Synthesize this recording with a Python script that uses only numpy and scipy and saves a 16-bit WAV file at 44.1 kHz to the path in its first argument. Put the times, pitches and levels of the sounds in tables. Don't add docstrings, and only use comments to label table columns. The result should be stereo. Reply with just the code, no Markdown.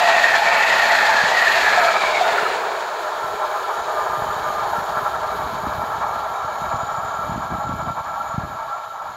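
import sys
import numpy as np
from scipy import signal
from scipy.fft import rfft, irfft, next_fast_len
from scipy.io import wavfile

SR = 44100
rng = np.random.default_rng(int(sys.argv[2]) if len(sys.argv) > 2 else 0)


def transcribe(u):
    v = np.clip(np.atleast_2d(u).T, -1, 1)
    q = np.round(v * 32767).astype(np.int16)
    wavfile.write(sys.argv[1], SR, q)


N = 403954
T = np.arange(N) / SR
HZ = np.maximum(np.fft.rfftfreq(2 * next_fast_len(N // 2 + 1, True), 1 / SR), 1)
SPEED_M_S, TRACK_M, SOUND_M_S = 32, 8, 343
FIRST_END_S, COACH_S = -0.4, 0.697
GONE_S = 2.32
TURN_HZ, SLEEPER_HZ = 11.7, 55.9


def undb(db):
    return np.exp(np.asarray(db) * (np.log(10) / 20))


def unit(x):
    return x / np.sqrt(np.mean(x ** 2))


def curve(rows, column=1):
    rows = np.array(rows)
    return np.interp(T, rows[:, 0], rows[:, column])


def over_hz(points):
    hz, value = np.transpose(points)
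    return np.interp(np.log(HZ), np.log(hz), value)


def resonances(modes):
    power = 0
    for hz, width_hz, db in modes:
        offset = (HZ - hz) / (0.69 * width_hz)
        power = power + undb(db) ** 2 / (1 + offset ** 2) ** 2
    return np.sqrt(power)


def white():
    return rng.standard_normal(len(HZ)) + 1j * rng.standard_normal(len(HZ))


def walk(rate, t=T, order=4, size=32768):
    steps = 16
    lowpass = 1 + (steps * np.fft.rfftfreq(size)) ** order
    smooth = irfft(rfft(rng.standard_normal(size)) / lowpass)
    return np.interp(steps * rate * (t - t[0]), np.arange(size), unit(smooth))


def at_ports(gain, likeness, lag_ms=0):
    c = np.clip(likeness, 0, 1)
    shared = np.sqrt(c) * white()
    late = np.exp(-2j * np.pi * HZ * lag_ms / 10 ** 3)
    ports = []
    for turn in (late, 1):
        own = np.sqrt(1 - c) * white()
        ports.append(irfft(gain * (shared * turn + own))[:N])
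    return unit(np.array(ports))


def wavering(ports, drift_ms, rate):
    arrival = T + drift_ms * walk(rate) / 10 ** 3
    return np.array([np.interp(arrival, T, port) for port in ports])


def throb(hz, depth_db, slip=0.0797):
    phase = 2 * np.pi * np.cumsum(hz * (1 + slip * walk(3))) / SR
    return unit(undb(depth_db * np.abs(walk(2)) * np.sin(phase)))


def swell(centre_s, half_s):
    out = np.zeros(N)
    near = slice(*np.searchsorted(T, [centre_s - 4 * half_s, centre_s + 4 * half_s]))
    out[near] = np.exp(-((T[near] - centre_s) / half_s) ** 2)
    return out


def burst(age, rise_s):
    return (age / rise_s * np.exp(1 - age / rise_s)) ** 2


def strokes(rows, sound):
    out, age = np.zeros((2, N + SR)), np.arange(SR // 5) / SR
    for row in rows:
        start = int(row[0] * SR)
        out[:, start:start + len(age)] += undb(row[1]) * sound(age, row)
    return out[:, :N]


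def distance_to(k, lead_s=0):
    return np.hypot(SPEED_M_S * (T + lead_s - FIRST_END_S - k * COACH_S), TRACK_M)


def passing(aim, lead_s=0):
    power = 0
    for k, db in enumerate(BOGIE_DB):
        power = power + (undb(db) * (TRACK_M / distance_to(k, lead_s)) ** aim) ** 2
    return np.sqrt(power)


def handover(fade_s):
    near = (1 - np.tanh((T - GONE_S) / (2 * fade_s))) / 2
    return np.sqrt(near), np.sqrt(1 - near)


BOGIE_DB = [4, -1.5, 0.5, 1.5, -3]
# frequency in Hz, nominal width in Hz, relative level in dB.
WHEEL_MODES = [(752, 72, 5), (790, 100, -13), (1650, 120, 5), (3300, 120, -34), (4190, 26, 0.5)]
# frequency in Hz, relative level in dB.
ROAR_TONE = [(30, -42), (62, -19.5), (120, -28), (200, -15), (260, -16), (320, -18), (450, -11), (620, 2.5),
             (1000, 4.5), (1750, 4.5), (2120, -2), (2700, -4.5), (3200, -26), (6000, -48)]


def bogies(port_ms=0.47, scatter_db=-8, turn_db=1.1, sleeper_db=2):
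    response = np.hypot(resonances(WHEEL_MODES), undb(over_hz(ROAR_TONE)))
    roar = unit(irfft(white() * response))[:N]
    out, power = 0, 0
    for k, db in enumerate(BOGIE_DB):
        distance_m = distance_to(k)
        facing = TRACK_M / distance_m
        sent_s = (T - distance_m / SOUND_M_S + 2 * k + 2) % T[-1]
        gain = undb(db) * facing
        out = out + gain * np.interp([sent_s - facing * port_ms / 10 ** 3, sent_s], T, roar)
        power = power + gain ** 2
    ballast = at_ports(response, 0)
    mixed = unit(out / np.sqrt(power) + undb(scatter_db) * ballast)
    return mixed * throb(TURN_HZ, turn_db) * throb(SLEEPER_HZ, sleeper_db)


# frequency in Hz, nominal width in Hz, relative level in dB.
TRACK_MODES = [(675, 45, 1), (880, 55, 0), (1380, 90, -7), (1780, 130, -6), (2320, 70, -13),
               (4230, 120, -18)]


def coaches(near_db=-15.0, track_db=-7.0, surge_db=4.5, aim=1.0, fade_s=0.41):
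    track = 0
    for modes in (TRACK_MODES[:2], TRACK_MODES[2:]):
        gain = resonances(modes)
        surge = unit(undb(surge_db * walk(30)))
        track = track + np.linalg.norm(gain) * at_ports(gain, 0.96, lag_ms=0.058) * surge
    close = unit(bogies() + undb(track_db) * unit(track))
    near, _ = handover(fade_s)
    return near * undb(near_db) * passing(aim) * close


# time in seconds, level in dB.
SLEEPER_LEVEL = [(0, -42.5), (1.5, -39), (2.1, -34.5), (2.45, -29.5), (2.9, -37), (4, -36.5), (5.2, -39),
                 (6.2, -45), (7.2, -47), (7.8, -58), (9.16, -57.5)]
# frequency in Hz, relative level in dB.
SLEEPER_COLOUR = [(120, -21), (300, -13), (345, 2), (415, 10), (450, 8), (490, 7.5), (530, 4), (700, -26.5)]
# frequency in Hz, nominal width in Hz, relative level in dB.
RAIL_RESONANCES = [(2150, 60, -4), (3070, 150, -6.5), (3250, 150, -7.5), (3800, 200, -2.5), (4190, 190, -7),
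                   (4600, 190, -10), (5530, 220, -11.5), (6320, 260, -8.5), (6600, 260, -9.5),
                   (6910, 210, -6.5), (7060, 240, -13), (7300, 140, -15)]
# time in seconds, level of the modes in dB before rail_db,
# level of a high whistle among them in dB.
RAIL_LEVEL = [(0, -50, -62), (3.3, -42, -57), (3.9, -41, -53), (4.5, -41, -49), (5.2, -42.5, -63),
              (6.45, -43.5, -55), (6.8, -44.5, -44), (7.2, -45.5, -50), (7.85, -47.5, -49),
              (8.4, -47.5, -55), (9.16, -50.5, -57)]


def track_ring(drone_hz=418, drone_db=7, rail_db=0.5, twinkle_db=1.9, drift_ms=0.399, groups=4):
    drone = np.hypot(undb(over_hz(SLEEPER_COLOUR)), resonances([(drone_hz, 10, drone_db)]))
    sleepers = at_ports(drone, 0.94, lag_ms=0.12) * undb(curve(SLEEPER_LEVEL))
    rails = 0
    for k in range(groups):
        gain = resonances(RAIL_RESONANCES[k::groups])
        heard = wavering(at_ports(gain, 0.41, lag_ms=0.088), drift_ms, 3)
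        rails = rails + np.linalg.norm(gain) * heard * undb(twinkle_db * walk(7))
    rails = unit(rails) * undb(curve(RAIL_LEVEL) + rail_db)
    whistle = at_ports(resonances([(7005, 130, 0)]), 0.6, lag_ms=0.14)
    whistle = wavering(whistle, 0.212, 4) * unit(undb(2.5 * walk(10)))
    return sleepers + rails + whistle * undb(curve(RAIL_LEVEL, column=2))


KNEE_S, SINK_DB_S = 4.4, 2


def hiss_level(near_db, far_db, rise_db_s, aim, lead_s=0.065, fade_s=0.23):
    near, far = handover(fade_s)
    arch_db = np.minimum(rise_db_s * (T - KNEE_S), SINK_DB_S * (KNEE_S - T))
    return np.hypot(near * undb(near_db) * passing(aim, lead_s), far * undb(far_db + arch_db))


# frequency in Hz, relative level in dB.
CONTACT_TONE = [(1500, -14), (2300, 3.5), (2750, -1.5), (3300, 2.5), (3850, 1.6), (4400, 1.3), (5000, -4.5),
                (5900, -9.5), (7000, -5), (7800, -12), (8800, -21.5), (11000, -23), (15500, -40)]
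# frequency in Hz, relative level in dB.
AIR_TONE = [(7000, -64), (9000, -9), (10300, 3), (11700, 8), (13300, 7), (15700, 0)]
# frequency in Hz, likeness 0-1.
PORT_LIKENESS = [(300, 0.46), (650, 1), (1000, 0.55), (1350, 1), (1600, 0), (2300, 0.2), (3700, 0.17),
                 (5000, 0), (7000, 0.14), (12000, 0.3)]


def hiss(contact_flicker_db=1.3, air_flicker_db=0.5, drift_db=1.3):
    likeness = over_hz(PORT_LIKENESS)
    contact = at_ports(undb(over_hz(CONTACT_TONE)), likeness, lag_ms=0.066)
    contact = contact * undb(contact_flicker_db * walk(32))
    air = at_ports(undb(over_hz(AIR_TONE)), likeness, lag_ms=0.096)
    air = air * undb(air_flicker_db * walk(45) + drift_db * walk(6.7))
    return (contact * hiss_level(near_db=-25.5, far_db=-39.5, rise_db_s=-0.5, aim=0.75)
            + air * hiss_level(near_db=-43.5, far_db=-47.5, rise_db_s=3.0, aim=1.3))


# height at in seconds, spread (sigma) in seconds, level in dB before surges, ring in Hz.
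WHEEL_SWEEPS = [(0.099, 0.32, -17.5, 690), (0.151, 0.29, -22, 853), (0.155, 0.17, -26, 2590),
                (0.255, 0.49, -19.5, 1852), (0.519, 0.16, -26.5, 2287), (0.618, 0.18, -24, 1435),
                (.62, 0.3, -23, 879), (0.677, 0.084, -18, 1933), (0.649, 0.16, -25, 2600),
                (0.902, 0.099, -36, 4300), (0.981, .16, -24, 1376), (0.981, 0.26, -17.5, 1795),
                (1.2, 0.057, -16, 1690), (1.08, 0.13, -21.5, 833), (1.42, 0.11, -15.5, 1864),
                (1.46, 0.32, -36, 2490), (1.551, 0.13, -43, 4050), (1.765, 0.18, -20.5, 1693),
                (1.843, 0.068, -19.5, 693), (1.874, 0.14, -17, 1314), (1.847, 0.086, -33, 2304),
                (2.032, .07, -24.5, 2300), (2.16, 0.026, -23, 2200), (2.248, 0.11, -22, 704),
                (2.258, 0.22, -33, 3650), (2.332, 0.18, -26.5, 1396), (2.444, 0.085, -37, 2810)]


def wheel_rings(sweep=0.031, sweep_s=0.3, width_share=0.042, surge_db=1.0, port_ms=0.42, scatter=0.81):
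    out = np.zeros((2, N))
    for when_s, spread_s, level_db, hz in WHEEL_SWEEPS:
        near = np.abs(T - when_s) < 0.6
        age = T[near] - when_s

        def tremor():
            return walk(width_share * hz, age, order=2, size=8192)

        def shaken():
            return tremor() + 1j * tremor()

        phase = 2 * np.pi * np.cumsum(hz * (1 - sweep * np.tanh(age / sweep_s))) / SR
        direct = shaken() * np.exp(-2j * np.pi * hz * np.array([[port_ms], [0]]) / 10 ** 3)
        scattered = scatter * np.array([shaken(), shaken()])
        ring = ((direct + scattered) * np.exp(1j * phase)).real
        ring = unit(ring * undb(surge_db * walk(25.8, age, size=1024)))
        out[:, near] += ring * undb(level_db) * np.exp(-(age / spread_s) ** 2 / 2)
    return out


# start in seconds, level of the main tone in dB, tone in Hz, rise in seconds.
TONE_BURSTS = [(.2405, -4, 1840, 0.0026), (.253, -10, 1840, 0.0035), (.286, -12.5, 1890, 0.0059),
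               (.339, -10, 1750, .005), (.352, -9.5, 1770, .004), (.417, -10, 850, 0.0069),
               (.585, -16, 1870, 0.0064), (.9, -15, 1955, 0.0079), (1.019, -15, 1755, 0.0072),
               (1.419, -8, 1910, 0.0055), (1.468, -8, 1784, .006), (1.675, -12, 1735, 0.009),
               (1.773, -9, 716, .008), (1.86, -13, 693, 0.0049), (1.883, -14, 690, 0.0066),
               (1.955, -14, 1290, .007), (2.207, -9.5, 725, 0.0078), (2.38, -15, 1414, .007),
               (2.455, -13, 1295, .007), (4.7315, -15.5, 794, 0.0019), (4.7865, -19, 890, .003)]


def tone_bursts(neighbour_db=-13, count=3):
    def tone(age, row):
        lead = np.array([[-0.6], [0]])
        cluster_hz = row[2] + rng.uniform(-99, 90, (count, 1, 1))
        cycles = cluster_hz * age + rng.random((count, 1, 1))
        neighbours = np.sin(2 * np.pi * cycles + lead).sum(axis=0)
        main = np.sin(2 * np.pi * row[2] * age + lead)
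        return burst(age, row[3]) * (main + undb(neighbour_db) * neighbours)
    return strokes(TONE_BURSTS, tone)


# frequency in Hz, relative level in dB.
WIND_COLOUR = [(20, -24), (40, -13), (62, 3), (120, 0.5), (200, -3), (300, -7.5), (500, -13), (1200, -69.5),
               (4000, -70)]
# start in seconds, peak in dB before the leak, thump in Hz, port likeness 0-1.
BUFFET_STROKES = [(1.235, -23, 193, 0.9), (2.32, -35, 201, 0.6), (2.425, -32, 170, .7),
                  (3.24, -32, 132, 0.44), (3.345, -35, 110, .6), (4.219, -25, 142.5, .5),
                  (4.262, -35, 150, .5), (4.363, -28, 140, .5), (4.781, -22.5, 191, 0.1),
                  (4.97, -29, 130, .5), (5.548, -26, 140, .5), (5.635, -22, 129, 0.3),
                  (5.667, -20, 272, 0.3), (5.78, -22, 100, .6), (5.832, -26, 220, .4), (5.98, -27, 110, .5),
                  (6.104, -32, 120, .5), (6.446, -27, 110, .6), (6.616, -24, 150, 0.4),
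                  (6.739, -21, 121, 0.6), (6.757, -24, 110, .6), (6.83, -21, 111, .5),
                  (6.982, -24.5, 160, 0.4), (7.046, -28, 120, .5), (7.188, -28, 140, .5),
                  (7.293, -17.5, 152, 0.6), (7.317, -19, 150, 0.6), (7.358, -21, 170, .6),
                  (7.376, -18, 210, 0.5), (7.503, -26, 230, .4), (7.531, -24, 200, 0.4),
                  (7.582, -22, 170, 0.6), (7.669, -18.5, 130, 0.2), (7.691, -17, 230, .3),
                  (7.736, -19, 160, 0.3), (7.824, -23, 129, .6), (7.902, -20, 138, .7),
                  (8.004, -27, 120, 0.5), (8.341, -21, 142.6, 0.3), (8.379, -9.5, 136, 0.5),
                  (8.434, -19, 117, .8), (8.524, -29, 130, .6)]
# time in seconds, level in dB.
BREEZE_LEVEL = [(3.0, -68), (3.7, -54), (4.2, -43), (5.6, -38), (6.4, -45.5), (7.5, -38.5), (8.3, -44.5),
                (8.85, -53.5)]
# height at in seconds, half length in seconds, level in dB.
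GUST_SWELLS = [(3.28, 0.12, -47), (3.81, 0.054, -43), (4.233, 0.11, -44), (5.477, 0.14, -39),
               (5.802, 0.28, -40.5), (6.744, 0.13, -36), (7.05, .12, -46), (7.353, 0.11, -33),
               (7.533, 0.037, -22.5), (7.7, 0.058, -28.5), (7.843, 0.1, -34), (8.414, 0.04, -34),
               (8.5, 0.09, -39.5), (9.05, 0.071, -50)]


def wake(eddy_db=4, rise_s=0.0032, leak_hz=50):
    def thump(age, row):
        apart = np.arccos(np.clip(row[3], 0, 1)) * np.array([[0.5], [-0.5]])
        return burst(age, rise_s) * np.sin(2 * np.pi * (row[2] * age + rng.random()) + apart)
    gust_gain = sum(undb(db) * swell(when_s, half_s) for when_s, half_s, db in GUST_SWELLS)
    flow = np.hypot(undb(curve(BREEZE_LEVEL)), gust_gain)
    eddies = np.array([unit(undb(eddy_db * walk(28))) for _ in range(2)])
    gusts = at_ports(undb(over_hz(WIND_COLOUR)), 0.057) * eddies * flow
    leak = signal.butter(2, leak_hz, "high", fs=SR, output="sos")
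    return gusts + signal.sosfilt(leak, strokes(BUFFET_STROKES, thump))


# frequency in Hz, nominal width in Hz, relative level in dB at first, the same farther off.
DISTANT_MODES = [(618, 25, 2.5, -3), (665, 44, -2, -2), (780, 56, -7.5, -4), (825, 39, 1, 3),
                 (896, 14.5, 3, 4), (925.5, 18, 3, 2.5), (1000, 21, 1.5, 0.5), (1032, 11.6, 4.5, -2),
                 (1102, 21, -4.5, -0.5), (1130, 38, -5, 1.5), (1194, 30, -6.5, -0.5), (1260, 33, -1.5, -1),
                 (1310, 30, -9.5, 1.5), (1366, 43, -1.5, 0.5), (1490, 54, -5, -19), (1590, 52, -8.5, -9),
                 (1653, 44, -4.5, -4), (1747, 106, -9.5, -25), (2288, 80, -15.5, -14.5)]
# frequency in Hz, relative level in dB.
DISTANT_ROAR = [(250, -36), (530, -9.5), (620, -2), (900, 0), (1350, -5), (1450, -7.5), (1750, -8.5),
                (2050, -19), (2600, -65), (4000, -71)]
# time in seconds, level in dB before handover and surges.
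DISTANT_LEVEL = [(2.0, -17), (3.0, -25), (3.6, -22.5), (4.1, -21.5), (4.8, -22.5), (5.3, -23), (6.2, -24),
                 (6.95, -24), (7.5, -26.5), (8.2, -27), (9.16, -30.5)]


def down_the_line(roar_db=-2, dulling_db_s=-0.24, twinkle_db=2, drift_ms=0.32,
                  change_s=5.47, over_s=0.75, turn_db=1.4, fade_s=0.41):
    likeness = over_hz(PORT_LIKENESS)
    late = (1 + np.tanh((T - change_s) / over_s)) / 2
    ring = 0
    for column, share in ((2, 1 - late), (3, late)):
        for k in range(2):
            gain = resonances([(row[0], row[1], row[column]) for row in DISTANT_MODES[k::2]])
            heard = wavering(at_ports(gain, likeness, lag_ms=0.14), drift_ms, 2)
            twinkle = undb(twinkle_db * walk(10.7))
            ring = ring + np.linalg.norm(gain) * heard * np.sqrt(share) * twinkle
    roar = at_ports(undb(over_hz(DISTANT_ROAR)), likeness, lag_ms=0.044)
    roar_share = undb(roar_db + dulling_db_s * (T + 3.5))
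    mixed = (unit(ring) + roar_share * roar) / np.hypot(1, roar_share)
    _, far = handover(fade_s)
    return far * undb(curve(DISTANT_LEVEL)) * mixed * throb(TURN_HZ, turn_db)


# time in seconds, level in dB before surges.
SING_LEVEL = [(2, -65), (3, -39), (3.35, -32), (4.6, -39), (5.1, -31), (5.5, -40), (5.9, -33.5), (7, -31.5),
              (7.45, -33), (8.3, -34), (9.16, -36.5)]
# frequency in Hz, lower then upper.
SING_PITCH_HZ = [1209, 1348]
# height at in seconds, half length in seconds,
# rms level in dB before surges, mode 0 lower or 1 upper.
MODE_SWELLS = [(3.15, 0.034, -33, 0), (3.42, .05, -35, 0), (3.56, .07, -31, 0), (3.73, .05, -30, 0),
               (3.893, 0.027, -28, 0), (4.003, .045, -24.5, 0), (4.153, .075, -26.5, 0),
               (4.171, 0.031, -28.5, 1), (4.316, 0.038, -28.5, 0), (4.488, .045, -26, 0),
               (4.585, 0.049, -25, 0), (4.778, 0.033, -24, 1), (4.96, 0.028, -24, 1),
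               (4.968, 0.099, -31, 0), (5.297, .06, -31, 0), (5.825, .04, -29, 1), (6.15, .07, -31, 0),
               (6.634, 0.042, -31, 1), (6.9, 0.044, -28, 1), (7.166, .04, -29.5, 1), (7.212, .08, -35, 0),
               (7.692, .035, -27.5, 1), (7.873, 0.03, -27.5, 1), (8.223, 0.023, -25.5, 1),
               (8.723, 0.02, -27.5, 1)]


def singing_wheels(wander_hz=3):
    tones = 0
    for k, hz in enumerate(SING_PITCH_HZ):
        phase = 2 * np.pi * np.cumsum(hz + wander_hz * walk(30)) / SR
        level = 0
        for when_s, half_s, db, mode in MODE_SWELLS:
            if round(mode) == k:
                level = level + undb(db) * swell(when_s, half_s)
        tones = tones + np.sqrt(2) * np.sin(phase + np.array([[0.7], [0]])) * level
    upper = at_ports(resonances([(SING_PITCH_HZ[1], 29, 0)]), 0.9, lag_ms=0.13)
    return tones + upper * throb(TURN_HZ, 3) * undb(curve(SING_LEVEL))


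# centre in seconds, half length in seconds, change in dB.
ROLLING_SURGES = [(0.233, 0.032, -2.5), (0.404, 0.049, -3), (.55, 0.049, 1), (0.867, .025, -1),
                  (1.304, 0.017, -1.5), (1.625, 0.022, -0.5), (1.993, 0.016, -3), (2.16, 0.024, -0.5),
                  (2.38, 0.02, 0), (2.58, 0.016, -1), (3.636, 0.057, -2.5), (4.718, .01, -2),
                  (4.775, 0.025, 1), (5.516, 0.081, -3), (6, 0.015, -4), (6.03, 0.019, 5.5),
                  (7.378, 0.017, -3), (7.764, 0.044, -3), (7.893, 0.041, 0), (8.206, 0.029, -0.5),
                  (8.48, 0.038, -2.5), (8.74, 0.061, 1.5), (8.88, 0.075, -2), (9.022, 0.015, 4)]


def scene():
    surges = undb(sum(db * swell(when_s, half_s) for when_s, half_s, db in ROLLING_SURGES))
    train = surges * (coaches() + wheel_rings() + down_the_line() + singing_wheels())
    return train + track_ring() + hiss() + tone_bursts() + wake()


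# frequency in Hz, left minus right in dB.
CASING_SHADE = [(120, -1.5), (260, 0), (420, 3), (560, 0), (660, .5), (740, 4), (830, 1), (940, 3.5),
                (1060, -3), (1280, 2), (1600, 0), (3500, -.7), (5500, .2)]
TOP_HZ = 15600


def record(dry):
    shade = undb(over_hz(CASING_SHADE) * np.array([[0.5], [-0.5]]))
    ports = irfft(rfft(dry, 2 * (len(HZ) - 1)) * shade)[:, :N]
    top_cut = signal.ellip(10, 0.1, 80, TOP_HZ, fs=SR, output="sos")
    return signal.sosfilt(top_cut, np.clip(ports, -1, 1))


dry = scene()
out = record(dry)
transcribe(out)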